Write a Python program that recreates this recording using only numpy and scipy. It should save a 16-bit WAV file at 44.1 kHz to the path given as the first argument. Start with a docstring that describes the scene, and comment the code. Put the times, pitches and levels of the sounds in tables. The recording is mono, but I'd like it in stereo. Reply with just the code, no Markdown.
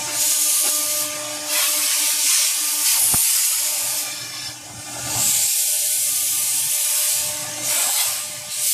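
"""Workshop: an air gun blows chips off a CNC router cutting foam board.
The jet hisses in long bursts, roars where it hits the groove and once sweeps over the microphone.
The two-flute bit rasps and briefly chatters; the spindle whines at 300 turns a second.
Background: spindle fan, ringing gantry, drive motor tones, mains hum, shop rumble.
Low sounds sink away under loud hiss."""
import sys
import numpy as np
from scipy import signal
from scipy.fft import rfft, irfft, next_fast_len
from scipy.io import wavfile
from scipy.ndimage import uniform_filter1d, map_coordinates

SR = 44100
rng = np.random.default_rng(int(sys.argv[2]) if len(sys.argv) > 2 else 0)


def bounce(signal):
    """Save signal as a 16-bit WAV file at the path given by the first command-line argument."""
    frames = np.transpose(np.atleast_2d(signal))
    limited = np.clip(frames, -1, 1)
    pcm = np.round(limited * 32767).astype(np.int16)
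    wavfile.write(sys.argv[1], SR, pcm)


N = 384993

# air blasts: (fully open [s], released [s], rise [s], fall [s], hiss [dB], sag [dB/s],
# roar re hiss [dB], sizzle re hiss [dB])
AIR_BLASTS = [(0.209, 1.026, 0.068, 0.12, -18.5, 5.5, -41, -2),
              (1.537, 4.006, 0.07, 0.18, -20, 1.4, -13.5, -2.5),
              (5.23, 7.164, 0.27, 0.34, -20.5, 0.04, -58, -3.5),
              (7.696, 8.08, 0.068, 0.27, -22.5, -1, -9, -1.5),
              (7.637, 7.66, .02, 0.045, -33.5, 0, -14, -15), (8.509, 8.585, 0.013, 0.16, -34, 0, -3, -14),
              (8.653, 8.733, 0.12, .1, -20.5, -10, -42, 0)]
# jet catching the groove: (time [s], half length [s], roar [dB], gust [dB], hiss gain [dB],
# sizzle gain [dB])
GROOVE_SURGES = [(0.118, 0.057, -34, -31, 8.5, -3), (0.274, 0.11, -40, -57, -0.5, -4),
                 (0.312, 0.015, -45, -35.5, 2, -2), (0.669, 0.029, -30, -25, 0, 0),
                 (1.596, 0.095, -21, -35, -0.5, 1), (1.96, 0.2, -28, -49, 1.8, -3.5),
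                 (2.368, 0.15, -29, -74, 5.5, -24), (2.918, 0.072, -24.5, -55, 5.5, -2),
                 (3.22, 0.33, -59, -81, 2.5, 6.5), (3.47, 0.24, -32, -79, 2, -3),
                 (5.275, 0.2, -36, -67, 1.5, -0.5), (6.984, 0.13, -35.5, -76, -0.5, 1.5),
                 (7.8, 0.1, -30.5, -30.5, 0.5, -1), (8.002, 0.03, -22.5, -46, -0.5, 4.5)]
# nozzle-board gap: (time [s], half length [s], centre [Hz], half width [Hz], gain [dB])
GAP_RESONANCES = [(.4, 0.96, 6800, 503, 6), (.6, 0.27, 10660, 400, 8), (0.556, 0.1, 9600, 400, 9),
                  (1.7, 0.34, 1090, 200, 5.5), (2.25, 0.44, 5840, 450, 4.5), (2.352, 0.17, 7600, 400, 2),
                  (2.874, 0.025, 4870, 400, 6), (2.974, 0.022, 890, 227, 19),
                  (3.055, 0.075, 10600, 600, 13.5), (3.172, 0.13, 8950, 400, 7),
                  (3.5, 0.51, 11200, 400, 8.5), (3.315, 0.54, 3870, 610, -4.5), (3.5, 0.32, 5170, 400, 1.5),
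                  (3.6, 0.59, 7030, 500, 4.5), (3.2, 0.96, 13000, 400, -10), (4.8, 0.52, 10700, 900, -17),
                  (5.318, 0.38, 7400, 600, 7), (6.3, 1, 4760, 1130, -4), (6.9, 0.24, 10300, 400, 7),
                  (7.655, 0.047, 6500, 900, 8), (7.9, 1, 7940, 900, 5), (7.963, 0.058, 3920, 745, 5.5),
                  (8.52, 0.048, 4140, 344, 9)]
# jet position: (time [s], left-right [dB])
JET_BALANCE = [(0, -1.3), (1.5, 0.5), (4.2, 1), (5.2, -1), (5.7, -3), (6.3, -1), (7.2, -2), (8.1, -1.5),
               (8.73, -1)]
# noise spectra: (frequency [Hz], level [dB])
HISS_SPECTRUM = [(1240, -105), (2100, -11.5), (2610, -8.5), (3720, -4.5), (4700, 0), (9030, 1), (10800, -2),
                 (12000, -6.5), (13900, -1), (14600, -23)]
ROAR_SPECTRUM = [(200, -80), (400, -99), (540, -32), (800, -20), (1020, -5.5), (1350, -5), (1680, -7),
                 (1900, -5), (2350, 0.5), (3300, 0), (4500, -4.5), (6500, -7), (11000, -45)]
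SIZZLE_SPECTRUM = [(3000, -90), (8000, -11), (11000, -2), (12900, -1.5), (14600, -8)]
PUFF_SPECTRUM = [(25, -28), (55, -16), (90, 7.5), (170, 1.5), (300, -3), (500, -9), (900, -6), (1500, -11),
                 (3000, -16), (5000, -24), (9000, -56)]
# soft low bump at 2.14 s; jet striking the microphone at 3.14 s:
# (time [s], level [dB], half length [s])
LOW_PUFFS = [(2.14, -46, .022), (3.14, -27, .002), (3.146, -25, .003), (3.143, -32, .022), (3.15, -51, .07)]

# bit in the foam: (time [s], level [dB])
RASP_LEVEL = [(0, -34.5), (1.1, -30.5), (1.45, -30.5), (3.9, -35), (4.15, -33.5), (4.5, -35), (4.58, -47),
              (4.85, -47), (5.2, -51), (5.6, -63), (7.0, -32), (7.5, -32.5), (8.2, -34.5), (8.44, -36),
              (8.47, -37), (8.73, -43)]
CHATTER_LEVEL = [(3.8, -61), (4.05, -35), (4.2, -32.5), (4.5, -31), (4.53, -35), (4.59, -57)]
# rasp of the flutes: (frequency [Hz], level [dB])
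RASP_SPECTRUM = [(400, -66), (620, -25), (800, -10), (970, -11), (1100, 2.5), (1300, -13.5), (1620, -1),
                 (1900, -3.5), (2400, -1), (3500, 0), (5000, 1), (7000, 2.5), (9000, -4), (10800, -3),
                 (12200, -5.5), (14400, -17)]
# ringing of the bit: (frequency [Hz], level re rasp [dB])
BIT_MODES = [(2930, -19.5), (6530, -15)]
# chatter lines: (frequency [Hz], level [dB], swell time [s], half length [s], swell [dB])
CHATTER_LINES = [(1720, -16.5, 4.18, .08, 3), (2080, -22, 4.25, .1, 2), (2362, -13, 4.09, .03, 9),
                 (2960, -18, 4.25, .1, 2), (3550, -12, 4.13, .03, 3), (4155, -15.5, 4.35, .025, 7),
                 (4760, -17, 4.46, .05, 9), (5065, -17, 4.46, .05, 6), (5300, -15, 4.25, .07, 5),
                 (5368, -8.5, 4.47, .04, 4), (5940, -17, 4.45, .1, 2)]

# spindle orders 1-4: (time [s], imbalance [dB], flutes [dB], third [dB], flute overtone [dB])
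ORDER_LEVELS = [(0, -46.5, -39, -38, -49), (.45, -47.5, -48, -53, -46.5), (.8, -45, -39.5, -49, -40.5),
                (1.1, -45, -35.5, -48, -41), (1.48, -43.5, -37, -44, -43), (1.68, -43.5, -39, -46, -45),
                (2.05, -45, -44.5, -47, -48), (2.5, -48.5, -49.5, -49.5, -49),
                (2.75, -46.5, -50.5, -45.5, -43.5), (3.4, -53, -52, -51, -57),
                (3.85, -50, -47.5, -46, -45.5), (4.25, -53, -54.5, -58, -51), (4.68, -49, -59, -60, -59),
                (5.17, -44, -44.5, -52, -40.5), (5.4, -51, -48.5, -60, -57), (5.8, -52.5, -47, -72, -70),
                (6.15, -53, -53.5, -68, -50), (6.5, -53, -52, -51, -53), (7.1, -51.5, -45, -49, -54),
                (7.3, -52, -40.5, -46, -53), (7.75, -47.5, -42, -50, -51), (8.05, -51.5, -46.5, -57, -45),
                (8.4, -56.5, -46, -60, -51), (8.73, -59, -49, -60, -57)]
# whirr of fan and bearings: (time [s], level [dB])
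WHIRR_LEVEL = [(0, -26), (.5, -32), (1.3, -35), (3, -30), (4.3, -38.5), (4.65, -38), (5.1, -28.5),
               (5.6, -33.5), (6.8, -31.5), (7.4, -33), (8.73, -41)]
# higher spindle tones: (order [per turn], level re whirr [dB])
MID_ORDERS = [(5, -22), (6, -25.5)]
WHINE_ORDERS = [(8, -28), (10, -26), (15, -26), (16, -20), (21, -24), (22, -14), (23, -18), (26, -19),
                (28, -20)]
# fan noise: (frequency [Hz], level [dB])
FAN_SPECTRUM = [(300, -70), (700, -50), (1200, -14), (1850, -9.5), (2400, 1), (3500, 0), (4300, -3),
                (5300, 4.5), (6700, 7), (8300, 2.5), (9500, 4), (11000, -4), (14600, -8)]

# gantry resonances: (centre [Hz], half width [Hz], gain [dB])
GANTRY_MODES = [(765, 26, 1), (1067, 14, 0.5), (1617, 22, -4), (1735, 26, 2), (2090, 35, 3),
                (2278, 35, 0.5)]
# shaking of the gantry by the cut: (frequency [Hz], level [dB])
GANTRY_DRIVE = [(350, -25), (700, 2.5), (2400, 2), (5000, -20)]
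# gantry ringing, drive motor drone: (time [s], level [dB])
GANTRY_LEVEL = [(0, -38), (.6, -59), (1.2, -52), (2.2, -51), (3.5, -55), (4.6, -55), (5.4, -51), (6.3, -47),
                (7.0, -48), (7.5, -44.5), (8.2, -50), (8.73, -49)]
MOTOR_LEVEL = [(0, -48), (.6, -77), (4.3, -55), (4.65, -52), (4.95, -43.5), (5.25, -39), (5.55, -49),
               (6.75, -53), (7.3, -82), (8.73, -72)]
# drive motor tones: (frequency [Hz], level [dB])
MOTOR_TONES = [(816, -4.5), (869, -11)]
# shop background: (time [s], rumble [dB], hollow rush [dB])
SHOP_LEVELS = [(0, -44.5, -40), (.45, -51, -49), (1.2, -48, -40.5), (2.2, -52, -47), (3.05, -47.5, -40.5),
               (3.5, -52.5, -55), (3.85, -50.5, -36.5), (4.35, -49, -44), (4.85, -44.5, -41),
               (5.16, -34.5, -32), (5.3, -41.5, -45), (5.5, -50.5, -49), (6.3, -49.5, -54.5),
               (7.0, -49.5, -48), (7.62, -41.5, -39.5), (7.85, -48, -29), (8.05, -50.5, -33),
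               (8.25, -51, -45.5), (8.73, -49.5, -51)]
# shop rumble, air over the table: (frequency [Hz], level [dB])
RUMBLE_SPECTRUM = [(20, -29), (50, -11), (80, 0.5), (115, 6), (150, 1), (190, 0), (260, -3), (340, -2.5),
                   (430, -33), (800, -40), (2000, -90)]
HOLLOW_SPECTRUM = [(100, -92), (250, -4), (370, -0.5), (435, -7), (490, -4), (560, 4), (700, 6.5), (850, 8),
                   (980, -1), (1130, -2.5), (1280, -10), (1420, 3), (1540, -5), (1720, 3), (1900, -38),
                   (2100, -42), (4000, -32), (9000, -60)]
# balance of the two microphone ports: (frequency [Hz], left-right [dB])
PORT_BALANCE = [(60, -2.5), (300, -3.5), (600, -5.5), (1000, -4.5), (2000, -10), (3000, -9), (5000, -6.5),
                (6000, -4.5), (7000, -6), (8200, -12), (10000, -10.5), (11000, -11.5), (12200, -4.5),
                (14000, -5)]
# likeness of the ports: (frequency [Hz], correlation [0-1])
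PORT_COHERENCE = [(100, 0.64), (600, 0.34), (1200, 0.14), (2500, 0.089), (5000, 0.031), (14000, 0.018)]

RAMP_DB, SIZZLE_STEEPNESS = 16.5, 1.4  # change per rise or fall time; factor for the sizzle
TAIL_DB, TAIL_DB_PER_S = -11, 28.5
SURGE_EXPONENT = 3.1
EDDY_S, EDDY_LENGTH_S, EDDY_DB = 3.145, .0032, -21
GRIP_RATE_HZ, GRIP_DEPTH, SCRAPE_DEPTH = 110, .72, .42
TURN_HZ, MAINS_HZ, TOP_HZ = 299.8, 120, 14700
REPEAT_GAIN, REPEAT_TOP_HZ = .7, 9500
COVER_LOW_HZ, COVER_HIGH_HZ, COVER_LEAN_DB = 2200, 4500, 1
SHAKE_MARGIN_DB, SHAKE_DB, SHAKE_RAD, SHAKE_RATE_HZ = 11, 5, .6, 45
SINK_MARGIN_DB, SINK_KNEE_DB = 18, 0.37
TURN_SINK_DB, FLUTE_SINK_DB = 52, 35
RUMBLE_SINK_DB, HOLLOW_SINK_DB, HOLLOW_BASS_SINK_DB = 61, 3.5, 39


def air_gun(angle):
    """Jet hiss shaped by the gap, roar and gusts from the groove, nozzle sizzle, flying chips."""
    hiss_gain, roar_gain, gust_gain, sizzle_gain = jet_gains()
    pan_db, = curves(JET_BALANCE)
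    hiss = hiss_gain * amp(-1.11) * rush(HISS_SPECTRUM, patchy_db=2.5, patch=(7, 11), resonance=gap_db)
    roar = roar_gain * amp(-2 + 1.1 * wobble(25))
    roar = roar * rush(ROAR_SPECTRUM, patchy_db=9.5, patch=(2, 7), resonance=gap_db)
    sizzle = sizzle_gain * amp(-3 + 0.3 * wobble(2.7))
    sizzle = sizzle * rush(SIZZLE_SPECTRUM, patchy_db=5.5, patch=(4, 9))
    gust = gust_gain * amp(-6.5) * rush(HOLLOW_SPECTRUM, patchy_db=10, patch=(2, 5))
    bit_chop = 1 + 0.017 * np.cos(angle) + 0.011 * np.cos(2 * angle)
    turbulence = amp(0.46 * wobble(30) + 0.27 * wobble(250))
    return (hiss + roar + gust + sizzle) * bit_chop * turbulence * pan(pan_db) + chips(hiss_gain)


def jet_gains():
    """Hiss, roar, gust and sizzle gains: blasts rise, sag, fall, linger; the groove adds surges."""
    t = np.arange(0, N, 32) / SR
    hiss = roar = gust = sizzle = 0
    for on_s, off_s, rise_s, fall_s, db, sag_db_per_s, roar_db, sizzle_db in AIR_BLASTS:
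        shut_db = RAMP_DB * np.maximum(0, np.maximum((on_s - t) / rise_s, (t - off_s) / fall_s))
        open_db = db - sag_db_per_s * np.clip(t - on_s, 0, off_s - on_s)
        tail_db = open_db + TAIL_DB - TAIL_DB_PER_S * np.abs(t - off_s)
        room_tail = (t > off_s) * amp(tail_db) * (1 - amp(-shut_db))
        hiss = hiss + np.hypot(amp(open_db - shut_db), room_tail)
        roar = roar + amp(open_db + roar_db - shut_db)
        sizzle = sizzle + amp(open_db + sizzle_db - SIZZLE_STEEPNESS * shut_db)
    for at_s, half_s, roar_db, gust_db, hiss_db, sizzle_db in GROOVE_SURGES:
        swell = np.exp(-np.abs((t - at_s) / half_s) ** SURGE_EXPONENT)
        roar = np.hypot(roar, amp(roar_db) * swell)
        gust = gust + amp(gust_db) * swell
        hiss = hiss * amp(hiss_db * swell)
        sizzle = sizzle * amp(sizzle_db * swell)
    return curves(np.transpose([t, hiss, roar, gust, sizzle]))


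def gap_db(hz, t):
    """Resonances of the nozzle-board gap swell and fade as the nozzle moves."""
    return sum(db * bell(t, at_s, half_s) * bell(hz, centre_hz, half_hz)
               for at_s, half_s, centre_hz, half_hz, db in GAP_RESONANCES)


def chips(jet_gain, rate_hz=45, decay_s=0.00092):
    """Chips tick against the machine, harder in a stronger jet."""
    hits = (rng.random(N) < rate_hz / SR) * np.sqrt(rng.exponential(size=N))
    t = np.arange(256) / SR
    tick = rng.standard_normal((2, len(t))) * np.exp(-t / decay_s)
    ticks = signal.fftconvolve(hits[None], tick, axes=1)[:, :N]
    return jet_gain * amp(-22) * spread(ticks, lambda hz: amp(along(HISS_SPECTRUM, hz)))


def puffs():
    """A soft low bump; a second later the jet buffets the microphone. Both mostly on the right."""
    t = np.arange(N) / SR
    swell = sum(amp(db) * bell(t, at_s, half_s) for at_s, db, half_s in LOW_PUFFS)
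    u = (t - EDDY_S) / EDDY_LENGTH_S
    eddy = amp(EDDY_DB) * (1 - 2 * u ** 2) * np.exp(-u ** 2)  # suction, push, suction
    return swell * rush(PUFF_SPECTRUM, patchy_db=2) * amp([[-16], [3]]) + eddy * amp([[-20], [5]])


def cutting(angle):
    """The flutes rasp through the foam, slightly louder at each bite; the bit rings faintly."""
    level_db, = curves(RASP_LEVEL)
    bite = 1 + 0.025 * np.cos(angle) + 0.017 * np.cos(2 * angle)
    ring = sum(amp(db) * squeal(hz) for hz, db in BIT_MODES)
    gain = amp(level_db + 0.69 * wobble(25)) * bite
    return gain * (rush(RASP_SPECTRUM, patchy_db=8.5, patch=(3, 7)) + ring)


def chatter():
    """The bit rubs the groove wall; rough lines take the lead in turn."""
    level_db, = curves(CHATTER_LEVEL)
    t = np.arange(N) / SR
    return sum(amp(level_db + db + swell_db * bell(t, at_s, half_s)) * squeal(hz)
               for hz, db, at_s, half_s, swell_db in CHATTER_LINES)


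def squeal(hz):
    """Rough line, rms 1, shaken by the bit's changing grip and faster scraping."""
    grip = 1 + GRIP_DEPTH * (wobble(GRIP_RATE_HZ) + 1j * wobble(GRIP_RATE_HZ))
    grip = grip + SCRAPE_DEPTH * wobble(300)
    phase = 2 * np.pi * hz * np.arange(N) / SR + np.angle(grip)
    arrival_rad = .5 * np.array([wobble(12), wobble(12)]) + np.array([[0], [np.pi / 2]])
    line = np.abs(grip) * np.cos(phase + arrival_rad) * pan(along(PORT_BALANCE, hz))
    return line / np.std(line.mean(0))


def spindle(angle, whirr_db, cover_db):
    """Imbalance sounds once a turn, the flutes twice; fan and bearings add the high orders."""
    turn_db, flute_db, third_db, overtone_db = curves(ORDER_LEVELS)
    turn_db = turn_db - TURN_SINK_DB * sunk(turn_db + 0.5 + 1.93 * wobble(27), cover_db)
    flute_db = flute_db - FLUTE_SINK_DB * sunk(flute_db + 3 + 3.9 * wobble(23), cover_db)
    orders = [(1, turn_db), (2, flute_db), (3, third_db), (4, overtone_db)]
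    orders += [(order, whirr_db + db) for order, db in MID_ORDERS]
    hum = sum(low_order(order, angle, db, cover_db) for order, db in orders)
    whine = sum(amp(db) * tone(order * TURN_HZ, order * angle, waver_db=3.5, scatter_rad=.9)
                for order, db in WHINE_ORDERS)
    return hum + amp(whirr_db) * whine


def low_order(order, angle, level_db, cover_db):
    """Low spindle tone; wavers more under loud hiss."""
    shake = .5 + .5 * np.tanh((cover_db - level_db - SHAKE_MARGIN_DB) / 4)
    phase = order * angle + shake * SHAKE_RAD * wobble(SHAKE_RATE_HZ)
    flutter_db = shake * SHAKE_DB * np.minimum(wobble(SHAKE_RATE_HZ), 1)
    return amp(level_db + flutter_db) * tone(order * TURN_HZ, phase, waver_db=1.8, scatter_rad=.7)


def fan(angle, whirr_db):
    """Fan noise partly repeats every turn, which gathers it into fuzzy lines."""
    def comb(hz):
        repeat = REPEAT_GAIN / (1 + (hz / REPEAT_TOP_HZ) ** 6)
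        return 1 / (1 - repeat * np.exp(-2j * np.pi * hz / TURN_HZ))
    pulse = 1 + 0.24 * np.cos(angle) + 0.44 * np.cos(2 * angle)
    return amp(whirr_db - 1) * unit(pulse) * rush(FAN_SPECTRUM, patchy_db=3, patch=(4, 7), response=comb)


def gantry():
    """The cut shakes the gantry's narrow resonances into a ragged hum."""
    def modes(hz):
        return sum(amp(db) / (1 + ((hz - centre_hz) / half_hz) ** 2)
                   for centre_hz, half_hz, db in GANTRY_MODES)
    level_db, = curves(GANTRY_LEVEL)
    return amp(level_db) * rush(GANTRY_DRIVE, patchy_db=10, patch=(3, 5), response=modes)


def drive_motors():
    """Motor drone, swelling to its loudest around 5.2 s."""
    level_db, = curves(MOTOR_LEVEL)
    t = np.arange(N) / SR
    return sum(amp(level_db + db) * tone(hz, 2 * np.pi * hz * t, waver_db=3, scatter_rad=.7)
               for hz, db in MOTOR_TONES)


def shop(cover_db):
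    """Rumble, mains hum and the hollow rush of air over the table; the bass sinks under loud hiss."""
    rumble_db, hollow_db = curves(SHOP_LEVELS)
    sink = sunk(rumble_db + 1.42 * wobble(7.4), cover_db)
    hum = tone(MAINS_HZ, 2 * np.pi * MAINS_HZ * np.arange(N) / SR, waver_db=2.5, scatter_rad=.8)
    low_gain = amp(rumble_db - 1 - RUMBLE_SINK_DB * sink + 0.67 * wobble(12))
    rumble = rush(RUMBLE_SPECTRUM, patchy_db=8.5, patch=(2, 4))
    hollow_gain = amp(hollow_db - 2.5 - HOLLOW_SINK_DB * sink + .6 * wobble(12))
    hollow = hollow_gain * rush(HOLLOW_SPECTRUM, patchy_db=8.5, patch=(3, 4))
    bass = filtered(hollow, lambda hz: 1 / (1 + (hz / 520) ** 12))
    bass_sink = sunk(rumble_db - 0.5 + 0.42 * wobble(11), cover_db)
    hollow = hollow - bass * (1 - amp(-HOLLOW_BASS_SINK_DB * bass_sink))
    return low_gain * (amp(-4) * hum + amp(-1) * rumble) + hollow


def hiss_cover_db(hiss):
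    """Running level of the lower hiss band, biased to the right port."""
    band = filtered(hiss.mean(0), lambda hz: (hz > COVER_LOW_HZ) & (hz < COVER_HIGH_HZ))
    power = np.abs(uniform_filter1d(band ** 2, size=2200))
    return 10 * np.log10(power + 1e-12) + COVER_LEAN_DB * np.array([[-1], [1]])


def sunk(level_db, cover_db):
    """How far (0-1) a low sound has sunk under the hiss."""
    return .5 + .5 * np.tanh((cover_db - level_db - SINK_MARGIN_DB) / (2 * SINK_KNEE_DB))


def rush(spectrum, patchy_db, patch=(5, 13), resonance=lambda hz, t: 0, response=lambda hz: 1):
    """Turbulent stereo noise: gain patches (bins, frames), moving resonance [dB], static response."""
    hz, t, bins = signal.stft(rng.standard_normal((2, N)), SR, nperseg=1024)
    field = uniform_filter1d(rng.standard_normal(bins.shape), patch[0], axis=1)
    field = uniform_filter1d(field, patch[1], axis=2)
    field = np.minimum(unit(field + field.mean(0)), 1)  # partly common to both ports; swells capped
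    bins = bins * amp(patchy_db * field + resonance(hz[:, None], t))
    pair = signal.istft(bins, nperseg=1024)[1][:, :N]
    return spread(pair, lambda hz: amp(along(spectrum, hz)) * response(hz))


def tone(hz, phase, waver_db, scatter_rad):
    """Fluttering line; shifting reflections drift its phase at each port (scatter_rad at 1 kHz)."""
    sides = pan(along(PORT_BALANCE, hz))
    drift = np.array([wobble(2.96), wobble(3)]) * scatter_rad * np.sqrt(hz / 1000)
    strength = amp(waver_db * (0.42 * np.tanh(wobble(11)) + np.minimum(wobble(24), 1)))
    jitter = 0.12 * waver_db * wobble(30) * np.sqrt(hz / 1000)
    line = np.sin(phase + drift + jitter + rng.uniform(0, 2 * np.pi))
    return np.sqrt(2) * sides / sides.mean() * strength * line


def spread(pair, colour):
    """Two unrelated signals, coloured and mixed to the ports; their mean has rms 1."""
    def mid_side(hz):
        width_rad = np.arccos(np.clip(along(PORT_COHERENCE, hz), -1, 1)) / 2
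        return colour(hz) * np.array([np.cos(width_rad), np.sin(width_rad)])
    mid, side = filtered(pair, mid_side)
    stereo = filtered(np.array([mid + side, mid - side]), lambda hz: pan(along(PORT_BALANCE, hz)))
    return stereo / np.std(stereo.mean(0))


def filtered(x, response):
    """Apply a frequency response."""
    size = next_fast_len(N + 8192)
    return irfft(rfft(x, size) * response(np.fft.rfftfreq(size, 1 / SR)), size)[..., :N]


def wobble(rate_hz):
    """Smooth random curve, rate_hz knots a second."""
    coarse = np.arange(0, N + 64, 64)
    knots = rng.standard_normal(int(N * rate_hz / SR) + 4)
    smooth = map_coordinates(knots, [coarse * rate_hz / SR], mode="nearest")
    return np.interp(np.arange(N), coarse, smooth)


def curves(rows):
    """Per-sample curve for each column after the time."""
    times_s, *columns = np.transpose(rows)
    return [np.interp(np.arange(N) / SR, times_s, column) for column in columns]


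def along(points, hz):
    """Interpolate on a log frequency axis."""
    points_hz, values = np.transpose(points)
    return np.interp(np.log(hz + 1), np.log(points_hz + 1), values)


def bell(x, centre, half_width):
    """Gaussian, 1/e at half_width."""
    return np.exp(-((x - centre) / half_width) ** 2)


def pan(db):
    """Left-right dB to two gains."""
    return amp(db * np.array([[.5], [-.5]]))


def amp(db):
    """dB to gain."""
    return 10 ** (np.asarray(db) / 20)


def unit(x):
    """Scale to rms 1."""
    return x / np.sqrt(np.mean(x ** 2) + 1e-20)


def scene():
    """Air gun, router and shop; the low sounds sink away whenever the hiss of fan, cut and jet is loud."""
    speed_hz = TURN_HZ * (1 + 0.000294 * wobble(2.8) + 0.00083 * wobble(40))
    angle = 2 * np.pi * np.cumsum(speed_hz) / SR
    whirr_db, = curves(WHIRR_LEVEL)
    hiss = fan(angle, whirr_db) + cutting(angle) + air_gun(angle)
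    cover_db = hiss_cover_db(hiss)
    machine = spindle(angle, whirr_db, cover_db) + gantry() + chatter()
    return hiss + machine + puffs() + drive_motors() + shop(cover_db)


def record(dry):
    """Hard limit at full scale, then cut above TOP_HZ."""
    return filtered(np.clip(dry, -1, 1), lambda hz: hz < TOP_HZ)


dry = scene()
out = record(dry)
bounce(out)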